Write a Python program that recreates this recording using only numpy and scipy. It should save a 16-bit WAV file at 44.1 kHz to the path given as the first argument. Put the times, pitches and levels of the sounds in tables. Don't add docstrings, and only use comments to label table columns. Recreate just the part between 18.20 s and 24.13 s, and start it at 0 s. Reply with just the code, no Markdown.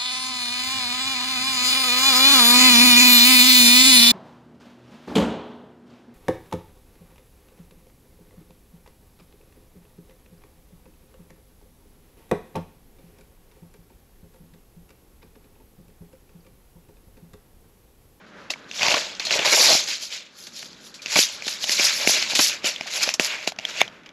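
import sys
import numpy as np
from scipy import signal
from scipy.fft import rfft, irfft, next_fast_len
from scipy.io import wavfile
from scipy.ndimage import uniform_filter1d, map_coordinates

SR = 44100
rng = np.random.default_rng(int(sys.argv[2]) if len(sys.argv) > 2 else 0)


def amp(db):
    return 10 ** (np.asarray(db, float) / 20)


def write(x):
    x = np.atleast_2d(x).T
    wavfile.write(sys.argv[1], SR, np.round(np.clip(x, -1, 1) * 32767).astype(np.int16))


N = 261299

# (time [s], level [dB])
ROAD_DRONE = [(0.0, -49), (0.6, -49.5), (1.4, -45), (2.03, -59.5), (2.5, -47), (3.0, -52.5), (3.93, -47.5),
              (5.1, -53), (5.93, -48.5)]
# (time [s], level [dB])
TYRE_HISS = [(0, -41), (0.25, -38.5), (0.5, -41), (1.4, -41), (2.1, -48.5), (3.9, -36.5), (4.4, -42),
             (5.4, -46), (5.7, -42), (5.93, -49)]
# (frequency [Hz], level [dB per Hz])
DRONE_TONE = [(12, -42), (20, -6), (103, -19.5), (193, -3), (393, -10.5), (635, -26), (800, -15),
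              (1040, -58), (1760, -120)]
# (frequency [Hz], level [dB per Hz])
HISS_TONE = [(350, -9), (600, -3.5), (694, -12.5), (1530, -4.5), (2070, -11), (5570, -25), (8940, -36.5),
             (11500, -39), (14000, -57)]
# (time [s], level [dB])
PUFFS = [
    (0.35, -64),
    (1.45, -47),
    (2.57, -67),
    (3.62, -60),
    (5.631, -49.5),
]

# (frequency [Hz], width [Hz], level [dB])
DRUM = [(2334, 510, 5.5), (2847, 296, 5.5), (3350, 430, -1.5), (1473, 455, -4)]
# (frequency [Hz], width [Hz], level [dB])
SHELL = [(300, 320, -4), (619, 102, 3), (842, 230, 1), (1170, 970, -4.5)]
# (frequency [Hz], width [Hz], level [dB])
GRIP = [(167, 50, -4), (344, 326, 4.5)]
# (frequency [Hz], width [Hz], level [dB])
MOUTH = [(4700, 1100, -2), (7000, 900, -4)]
# (frequency [Hz], level [dB])
STEEL = [(150, -31), (1000, -12.5), (2500, 5), (4000, 1.5), (7300, 5.5), (11000, -7), (13000, -12),
         (16000, -6)]

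# (start [s], peak level [dB], pitch [Hz], time to the top [s])
PINGS = [(0.301, -22, 2600, .0008), (0.303, -16, 2700, .002), (0.3035, -18, 5100, .002),
         (0.304, -24, 3850, .003), (0.312, -28, 4400, .004), (0.338, -27, 2350, .002),
         (0.338, -28, 3100, .001), (0.359, -30, 1000, .0008), (0.443, -38, 3900, .001),
         (0.556, -27, 5600, .002), (0.579, -28, 5700, .002), (0.623, -15, 2500, .002),
         (0.633, -10, 2500, .0015), (0.666, -17, 950, .002), (0.673, -17, 950, .002),
         (0.725, -20, 650, .003), (0.742, -13, 1050, .003), (0.997, -20, 4200, .002),
         (1.053, -20, 4250, .004), (1.07, -20, 4250, .002), (1.079, -23, 4200, .003),
         (1.127, -14, 3850, .002), (1.155, -20, 650, .004), (1.192, -14, 2650, .002),
         (1.192, -17, 3600, .002), (1.228, -17, 2250, .003), (1.501, -12, 5400, .0015),
         (1.515, -12, 4200, .002), (2.428, -30, 1900, .001), (2.974, -13, 4300, .002),
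         (2.992, -13, 2600, .002), (3.515, -17, 5000, .002), (3.537, -17, 4300, .002),
         (3.587, -16, 2250, .003), (3.595, -11, 2300, .003), (3.646, -12, 5700, .003),
         (3.653, -11, 5000, .002), (3.846, -22, 650, .003), (3.936, -14, 5600, .002),
         (4.025, -15, 2200, .0015), (4.16, -16, 2200, .002), (4.462, -12, 3000, .001),
         (4.56, -24, 3500, .002), (4.659, -28, 650, .002), (4.817, -14, 2300, .003),
         (4.835, -14, 5200, .003), (4.875, -18, 600, .002), (5.388, -20, 2650, .001),
         (5.4515, -15, 3200, .001), (2.79, -36, 2400, .006)]
# (time [s], peak level [dB], drum level [dB], shiver pitch [Hz], time to die 60 dB [s])
KINKS = [(0.3037, -17, -10, 4350, 0.094), (0.9975, -22.5, -4, 4000, 0.044),
         (1.051, -16.5, -17.5, 4100, 0.085), (1.2486, -15, 2.5, 4700, 0.021),
         (2.2685, -25.5, -9, 4220, 0.051), (2.7413, -27, -31, 4370, 0.19), (2.8188, -27, -24, 4360, 0.21),
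         (2.957, -9.5, 2, 4030, 0.08), (3.279, -11.5, -9, 4200, 0.04), (4.151, -5, -16.5, 4070, 0.16),
         (4.192, -9, 1, 5000, 0.057), (4.443, -23.5, 1, 4260, 0.11), (4.939, -4.5, -20.5, 5400, 0.061),
         (5.0018, -19.5, 1, 5540, 0.049)]

# (time [s], peak level [dB], ring pitch [Hz], knock level [dB])
JOLTS = [(2.9583, -11, 2180, -26), (2.9702, -6, 4240, -12), (2.9891, -2.5, 3230, -35),
         (3.268, -15, 4270, -18.5), (3.5966, -8, 2300, -18), (3.874, 1, 2250, -18.5),
         (3.894, -6, 4540, -8.5), (4.1912, -4, 2980, -17), (4.4434, -11.5, 3060, -23.5),
         (4.9969, 0.5, 2040, -18.5), (5.2751, -4.5, 2650, -11), (5.3204, -22.5, 2620, -3)]
RATTLE = [(0.3033, -15, 2640, -10), (0.337, -17, 2200, -18), (0.5132, -18, 2700, -29),
          (0.5945, -14, 3120, -17), (0.6112, -12, 2750, -10), (0.6196, -7, 2600, -18.5),
          (0.631, -3, 2680, -13.5), (0.65, -15, 2300, -17), (0.6654, -6, 2640, -23.5),
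          (0.6837, -4.5, 2640, -9), (0.9968, -13, 4140, -22), (1.0047, -16, 2400, -19),
          (1.0274, -27, 2570, -30), (1.052, -17, 4180, -24), (1.069, -10, 4260, -18.5),
          (1.1082, -3.5, 2530, -17), (1.1255, -10, 3920, -25), (1.2745, -22, 2820, -22),
          (1.5284, -7, 2150, -8), (1.5507, -7, 4400, -6.5)]
TICKS = [(1.927, -35, 2550, -38), (2.4278, -22.5, 1890, -13), (2.5306, -31.5, 4100, -16),
         (2.8601, -9.5, 2600, -29), (2.884, -25, 2600, -23.5), (3.2225, -18.5, 2500, -15.5),
         (3.4412, -8.5, 3200, -14.5), (3.4943, -3, 2020, -46), (4.561, -17.5, 3180, -34),
         (4.582, -27, 2170, -22), (4.6098, -11, 2390, -9), (4.676, -18, 2530, -19),
         (4.8152, -16, 2400, -15), (4.89, -2.5, 2630, -16), (5.1144, -20, 3010, -22),
         (5.228, -19.5, 2350, -22), (5.3622, -33, 2950, -10), (5.3881, -13.5, 2670, -12),
         (5.3972, -21, 2650, -9), (5.4105, -34, 2570, -22), (5.6785, -21, 3120, -10),
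         (5.8346, -39, 2290, -24), (5.8611, -28, 2400, -31), (5.891, -31, 3150, -24)]
BUMPS = [
    (0.9505, -26, 4530, -22),
    (0.9624, -40, 2750, -15),
    (4.134, -19, 3870, -1.5),
    (4.8747, -22.5, 2100, 0),
    (5.699, -39, 2900, -17),
]
STRIKES = [
    (0.2995, -26, 2600, -10),
    (0.7418, -3, 2100, -8),
    (0.7445, -5, 2500, -12),
    (1.1918, -5, 2650, -12),
    (4.0248, -6, 3800, -20),
    (5.4515, -9, 3200, -22),
]
KNOCKS = [(0.6395, -11, 2400, -15), (0.652, -9, 2600, -12), (0.6822, -6, 2630, -15),
          (0.7066, -9, 3600, -13), (0.748, -12, 2600, -15), (1.0005, -15, 2500, -20),
          (1.007, -24, 2500, -20), (1.0155, -26, 2500, -20), (1.116, -11, 2600, -18),
          (1.2765, -8, 2500, -14), (1.604, -18, 2700, -20), (1.615, -18, 4000, -20),
          (2.238, -30, 5000, -25), (2.367, -30, 4300, -25), (2.8675, -21, 2400, -22),
          (2.899, -27, 2300, -20), (2.962, -8, 2300, -8), (3.625, -12, 3200, -20), (3.776, -18, 2300, -20),
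          (4.423, -34, 3000, -20), (4.431, -32, 3200, -20), (4.45, -14, 2500, -15), (4.731, -20, 2500, -20),
          (4.758, -16, 3500, -20), (4.808, -15, 2300, -20), (5.3865, -24, 2700, -15),
          (5.4065, -32, 3000, -20), (5.4135, -33, 2500, -20), (5.046, -14, 5200, -20),
          (5.686, -35, 2500, -20), (5.726, -46, 4300, -20), (5.742, -46, 3200, -20),
          (5.865, -33, 2800, -20)]
# (blows, thump level [dB], snap level [dB])
CONTACTS = [(JOLTS, -19.5, -2), (RATTLE, -34, -24), (TICKS, -33.5, -18),
            (BUMPS, -30, -24), (STRIKES, -40, -20), (KNOCKS, -36, -22)]

# (frequency [Hz], level [dB], time to die 60 dB [s])
HOOK_RINGS = [(705, 2, 0.019), (1100, -3.5, 0.018), (2250, 4.5, 0.021), (3540, 4, 0.013),
              (5300, -12, 0.025), (6430, -5, 0.02), (8100, -26, 0.019), (11200, -44, 0.026)]

# (peak time [s], scrape level [dB], time to rise 20 dB [s], time to fall 20 dB [s], brightness [dB])
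PULLS = [(0.08, -60, 0.05, 0.06, 0), (0.22, -60, 0.1, 0.12, 0), (0.38, -54, 0.06, 0.1, -4),
         (0.5, -48, 0.04, 0.06, 0), (0.562, -32, 0.055, 0.1, -2), (0.6, -33, 0.05, 0.1, -4),
         (0.631, -27, 0.05, 0.12, -5), (0.665, -25, 0.03, 0.04, -4), (0.715, -20, 0.05, 0.045, -3),
         (0.76, -24, 0.015, 0.12, -3), (0.844, -36, 0.1148, 0.2, -8), (1.02, -37, 0.03, 0.08, -10),
         (1.08, -31, 0.07, 0.1, -7), (1.115, -25, 0.015, 0.12, -5.5), (1.16, -25, 0.05, 0.04, -0.5),
         (1.225, -27, 0.05, 0.06, -7), (1.26, -20, 0.016, 0.09, 1), (1.335, -17.5, 0.09, 0.1, 4),
         (1.385, -15, 0.08, 0.1, 6), (1.435, -15, 0.08, 0.07, 8), (1.46, -21, 0.04, 0.05, -7),
         (1.49, -16.5, 0.08, 0.08, 3), (1.531, -15.5, 0.07, 0.12, 2), (1.64, -34, 0.2, 0.2, -4)]
SLACK = [(1.687, -24.5, 0.026, 0.11, -1), (1.73, -29.5, 0.07, 0.08, -2), (1.834, -32.5, 0.063, 0.093, 4.5),
         (1.931, -30.5, 0.042, 0.096, -3), (2.02, -48, 0.2, 0.13, -8), (2.214, -42.0, 0.089, 0.15, 8.5),
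         (2.378, -37.5, 0.071, 0.13, 4), (2.462, -41.5, 0.042, 0.027, 6.2), (2.53, -51.5, 0.2, 0.43, -1.5),
         (2.662, -45, 0.067, 0.081, 8)]
TURNS = [(2.93, -26.5, 0.08, 0.29, 0), (2.995, -15, 0.058, 0.06, 7), (3.02, -19, 0.04, 0.07, 6),
         (3.125, -39, 0.0092, 0.078, 6.5), (3.301, -28, 0.092, 0.11, 2.7), (3.444, -26.5, 0.057, 0.013, 5),
         (3.524, -20.5, 0.088, 0.094, 4.5), (3.595, -20, 0.039, 0.33, 1), (3.645, -16, 0.011, 0.057, 9.5),
         (3.68, -28, 0.05, 0.1, -4), (3.774, -30.5, 0.11, 0.16, 10.5), (3.83, -30, 0.06, 0.05, -9),
         (3.899, -17, 0.06, 0.07, 8), (3.94, -20.5, 0.05, 0.15, 0), (4.021, -28.2, 0.082, 0.076, -6),
         (4.113, -26.5, 0.058, 0.081, -1.5), (4.225, -15.5, 0.075, 0.12, 8.5), (4.32, -35, 0.06, 0.07, -12)]
LAST = [(4.46, -21, 0.023, 0.087, 3.5), (4.562, -46, 0.28, 0.41, -5.5), (4.671, -34, 0.01, 0.028, -0.5),
        (4.77, -25.5, 0.087, 0.047, 6.5), (4.836, -20, 0.034, 0.025, 4.5), (4.897, -29.5, 0.3, 0.048, 1),
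        (5.01, -27, 0.012, 0.04, 4), (5.052, -24, 0.05, 0.051, 7), (5.115, -34, 0.11, 0.12, -5.5),
        (5.246, -40.5, 0.14, 0.084, -3.5), (5.275, -25, 0.0054, 0.035, 3), (5.43, -49, 0.06, 0.06, -8),
        (5.5, -37, 0.07, 0.1, -2), (5.598, -32, 0.08, 0.037, -5.5)]
SETTLE = [
    (5.625, -36, 0.01, 0.02, -4),
    (5.65, -46, 0.03, 0.05, -4.5),
    (5.75, -62, 0.1, 0.12, -6),
    (5.87, -62.5, 0.05, 0.06, -12),
]
# (surges, drum level re scrape [dB], shell level re scrape [dB])
STAGES = [(PULLS, -11, -16), (SLACK, -10.5, -22.5), (TURNS, -6, -17.5), (LAST, -1, -11.5), (SETTLE, 1.4, -8)]
# (start [s], end [s], drum level [dB], shell level [dB])
SHAKES = [
    (0.609, 0.783, -28, -31),
    (1.108, 1.228, -28, -33.5),
    (1.247, 1.354, -22.5, -27),
    (1.369, 1.556, -29, -27.5),
]

# (frequency [Hz], side level re mid [dB])
SIDE_TONE = [(25, -5), (120, -24), (700, -29), (2800, -32), (8000, -28), (10500, -18.5), (12500, -2),
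             (14000, -7)]
# (frequency [Hz], level [dB])
CAVITY = [(6800, 0.5), (8200, -4.5), (9400, -5.5), (11000, 2), (13000, -1)]
# (frequency [Hz], level [dB])
ROLL_OFF = [(12800, -0.5), (13500, -16.5), (14000, -43), (16300, -64), (16500, -103)]

SPLIT_HZ = 9000


def unit(x):
    return x / np.sqrt(np.mean(x ** 2) + 1e-20)


def peak(x):
    return x / np.abs(x).max()


def along(points, hz):
    f, db = np.transpose(points)
    return amp(np.interp(np.log(hz + 1), np.log(f + 1), db))


def curve(points):
    s, db = np.transpose(points)
    return np.interp(np.arange(N) / SR, s, db)


def wobble(rate):
    knots = rng.standard_normal(int(N * rate / SR) + 4)
    return map_coordinates(knots, [np.arange(N) * rate / SR])


def filtered(x, response):
    m = next_fast_len(x.shape[-1] + 8192)
    return irfft(rfft(x, m) * response(np.fft.rfftfreq(m, 1 / SR)), m)[..., :x.shape[-1]]


def modes(table):
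    def response(f):
        total = 0
        for k, (hz, width, db) in enumerate(table):
            total = total + (-1) ** k * amp(db) * 1j * f * width / (hz * hz - f * f + 1j * f * width)
        return total
    return response


def place(out, start_s, sound):
    out[round(start_s * SR):][:len(sound)] += sound


def traffic():
    drone = unit(filtered(rng.standard_normal(N), lambda f: along(DRONE_TONE, f)))
    hiss = unit(filtered(rng.standard_normal(N), lambda f: along(HISS_TONE, f)))
    drone_level = amp(curve(ROAD_DRONE) - 6.0 + 1.8 * wobble(1.94))
    hiss_level = amp(curve(TYRE_HISS) - 8.5 + 1.5 * wobble(11.0))
    return drone_level * drone + hiss_level * hiss


def puffs():
    puff_s, puff_hz = 0.028, 95
    s, db = np.transpose(PUFFS)[..., None]
    swell = (amp(db) * np.exp(-((np.arange(N) / SR - s) / puff_s) ** 2)).sum(axis=0)
    return swell * unit(filtered(rng.standard_normal(N), lambda f: modes([(puff_hz, 90, 0)])(f) ** 2))


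def pings():
    out, t = np.zeros(N + SR), np.arange(SR // 20) / SR
    drifts = rng.standard_normal((len(PINGS), len(t)))
    for (s, db, hz, top), drift in zip(PINGS, drifts):
        swell = t / top * np.exp(1 - t / top)
        tone = np.sin(2 * np.pi * hz * t + 0.09 * drift.cumsum())
        place(out, s, amp(db - 5) * swell * tone)
    return out[:N]


def shivers():
    rise_s = 0.00023
    out, t = np.zeros(N + SR), np.arange(SR // 4) / SR
    noises = rng.standard_normal((len(KINKS), 2, len(t)))
    for (s, db, drum_db, shiver_hz, t60), (a, b) in zip(KINKS, noises):
        fade = amp(-60 * t / t60) * (1 - np.exp(-t / rise_s))
        shiver = filtered(a * fade, lambda f: along(STEEL, f) * (0.42 + modes([(shiver_hz, 1100, 0)])(f)))
        drum = filtered(b * fade, lambda f: modes(DRUM)(f) + amp(4.0) * modes(SHELL)(f))
        place(out, s, amp(db - 1.5) * (peak(shiver) + amp(drum_db + 1.0) * peak(drum)))
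    return out[:N]


def slaps():
    out, t = np.zeros(N + SR), np.arange(SR // 12) / SR
    push = np.sin(np.pi * np.minimum(t / 0.00095, 1))
    jolt = peak(filtered(push, modes(GRIP)))
    for blows, thump_db, snap_db in CONTACTS:
        for s, db, ring_hz, knock_db in blows:
            a, b = rng.standard_normal((2, len(t)))
            contact = a * (np.exp(-(t / 0.0023) ** 3) + 0.22 * amp(-60 * t / 0.039))
            contact = contact + 2.65 * (t < 0.00015)
            plate = modes([(ring_hz, 500, 6), (1.37 * ring_hz, 900, 4), (4700, 1800, 2.5), (6500, 1500, -2)])
            ring = filtered(contact, lambda f: plate(f) + 0.3 * modes(DRUM)(f))
            snap = filtered(b * amp(-60 * t / 0.052), lambda f: along(STEEL, f))
            knock = filtered(push + 0.198 * contact, modes(SHELL + [(1200, 700, 5)]))
            body = amp(knock_db - 3) * peak(knock) + amp(thump_db + 8.0) * jolt
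            place(out, s, amp(db + 1.0) * (0.74 * peak(ring) + amp(snap_db - 14) * peak(snap) + body))
    return out[:N]


def hook():
    drag_s, drag_db = 5.605, -15
    slam_s, slam_db = 5.6152, -7.5
    out, t = np.zeros(N + SR), np.arange(SR // 10) / SR
    scuff = rng.standard_normal(len(t)) * (t < slam_s - drag_s)
    drag = filtered(scuff, modes([(2060, 840, 1), (3570, 2400, -5.5)]))
    ring = 0
    for k, (hz, db, t60) in enumerate(HOOK_RINGS):
        ring = ring + (-1) ** k * amp(db - 60 * t / t60) * np.sin(2 * np.pi * hz * t)
    choke = np.exp(-(t / 0.0036) ** 3) + 0.12
    crack = 0.45 * amp(-60 * t / 0.0076) * rng.standard_normal(len(t))
    place(out, drag_s, amp(drag_db) * peak(drag) * 2)
    place(out, slam_s, amp(slam_db) * (ring * choke + crack))
    out = filtered(out, lambda f: (1j * f / (220 + 1j * f)) ** 2)
    place(out, slam_s, amp(-29) * peak(filtered(np.exp(-t / 0.0015), modes(GRIP))))
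    return out[:N]


def surges():
    shape = 1.45
    swish_db, swish_fades = -11.5, 1.42
    drum_dulls = 0.94
    shake_edge_s = 0.0091
    t, total = np.arange(0, N + 64, 64) / SR, 1e-12
    for rows, drum_db, shell_db in STAGES:
        s, db, rise, fall, bright_db = np.transpose(rows)[..., None]
        fade_db = 20 * np.where(t < s, (s - t) / rise, (t - s) / fall) ** shape
        power = amp(db - fade_db) ** 2
        swish = amp(db + swish_db + bright_db - swish_fades * fade_db) ** 2
        case_db = -drum_dulls * bright_db
        drum = power * amp(case_db + drum_db) ** 2
        shell = power * amp(case_db + shell_db) ** 2
        total = total + np.sum([power, swish, drum, shell, power * bright_db], axis=1)
    for start, end, drum_db, shell_db in SHAKES:
        outside = np.maximum(4 * (start - t), t - end).clip(0)
        total[2:4] += amp(np.array([[drum_db], [shell_db]]) - 20 * outside / shake_edge_s) ** 2
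    total[4] /= total[0]
    return [np.interp(np.arange(N) / SR, t, row) for row in total]


def rub(rate, spread_db, clump_db, smooth):
    impacts = (rng.random(N) < rate / SR) * amp(spread_db * rng.standard_normal(N).clip(-2, 2))
    chatter = np.sqrt(abs(uniform_filter1d(impacts ** 2, size=24)))
    rattle = chatter * rng.standard_normal(N)
    clumps = amp(clump_db * wobble(90))
    return unit(clumps * (unit(rattle) + smooth * rng.standard_normal(N)))


def chinks(centre_hz, spread, cycles, size_db, count):
    at = rng.integers(0, N, count)
    pitch, size = rng.standard_normal((2, count))
    steps = np.arange(200)
    turns = (centre_hz[at] * np.exp(spread * pitch.clip(-2, 2)))[:, None] * steps / SR
    fade = np.exp(-turns / cycles) * (1 - np.exp(-turns))
    rings = amp(size_db * size)[:, None] * np.sin(2 * np.pi * turns) * fade
    places = at[:, None] + steps
    return unit(np.bincount(places.ravel(), rings.ravel(), N + 200)[:N])


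def patchy(x, depth_db):
    z = signal.stft(x, nperseg=256)[2]
    field = uniform_filter1d(rng.standard_normal(z.shape), size=5, axis=0)
    field = uniform_filter1d(field, size=12, axis=1)
    return unit(signal.istft(z * amp(depth_db * unit(field)), nperseg=256)[1][:N])


def reel():
    *powers, bright_db = surges()
    scrape, swishing, drumming, shelling = np.sqrt(powers)
    loud_db = 20 * np.log10(scrape).clip(-3, 0) + 30
    blade_hz = 4700 + 21.5 * loud_db + 58 * bright_db
    force = rub(rate=900, spread_db=1, clump_db=1.5, smooth=1.0)
    hiss = unit(filtered(force, lambda f: along(STEEL, f) * (0.6 + abs(modes(MOUTH)(f))) * (f < SPLIT_HZ)))
    swish = unit(filtered(force, lambda f: along(STEEL, f) * (f >= SPLIT_HZ)))
    rings = chinks(blade_hz, spread=0.206, cycles=13.0, size_db=-3.0, count=12000)
    grit = chinks(blade_hz, spread=0.29, cycles=1.6, size_db=4.0, count=2500)
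    knocks = rub(rate=1200, spread_db=2, clump_db=1, smooth=0.8)
    drum = unit(filtered(0.094 * force + knocks, modes(DRUM)))
    shell = unit(filtered(knocks, lambda f: modes(SHELL)(f) * modes([(680, 700, 0)])(f)))
    blade = scrape * (patchy(0.53 * hiss + 0.71 * rings, depth_db=1.25) + 0.4 * grit)
    case = drumming * patchy(drum, depth_db=1.8) + shelling * patchy(shell, depth_db=3.0)
    return blade + swishing * swish + case


def scene():
    mid = traffic() + puffs() + pings() + shivers() + slaps() + hook() + reel()
    apart = signal.hilbert(filtered(mid, lambda f: along(SIDE_TONE, f)), next_fast_len(N))[:N]
    shadow = filtered(apart.real, lambda f: f > SPLIT_HZ)
    side = np.real(apart * np.exp(2.5j * wobble(40))) - 0.4 * shadow
    return np.array([mid + side, mid - side])


def top_cut(x):
    return signal.sosfilt(signal.butter(12, 16460, fs=SR, output="sos"), x)


def record(dry):
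    notch_hz, bass_hz = 9020, 48

    def port(f):
        gap = notch_hz ** 2 - f * f
        notch = (gap + 1j * f * 60) / (gap + 1j * f * 900)
        return along(CAVITY, f) * notch * (1j * f / (bass_hz + 1j * f)) ** 2

    x = filtered(dry, port)
    x = x / (1 + np.abs(x / 1.1) ** 8) ** (1 / 8)
    mix = filtered(x, lambda f: along(ROLL_OFF, f)).clip(-1, 1)
    return top_cut(mix)


dry = scene()
out = record(dry)
write(out)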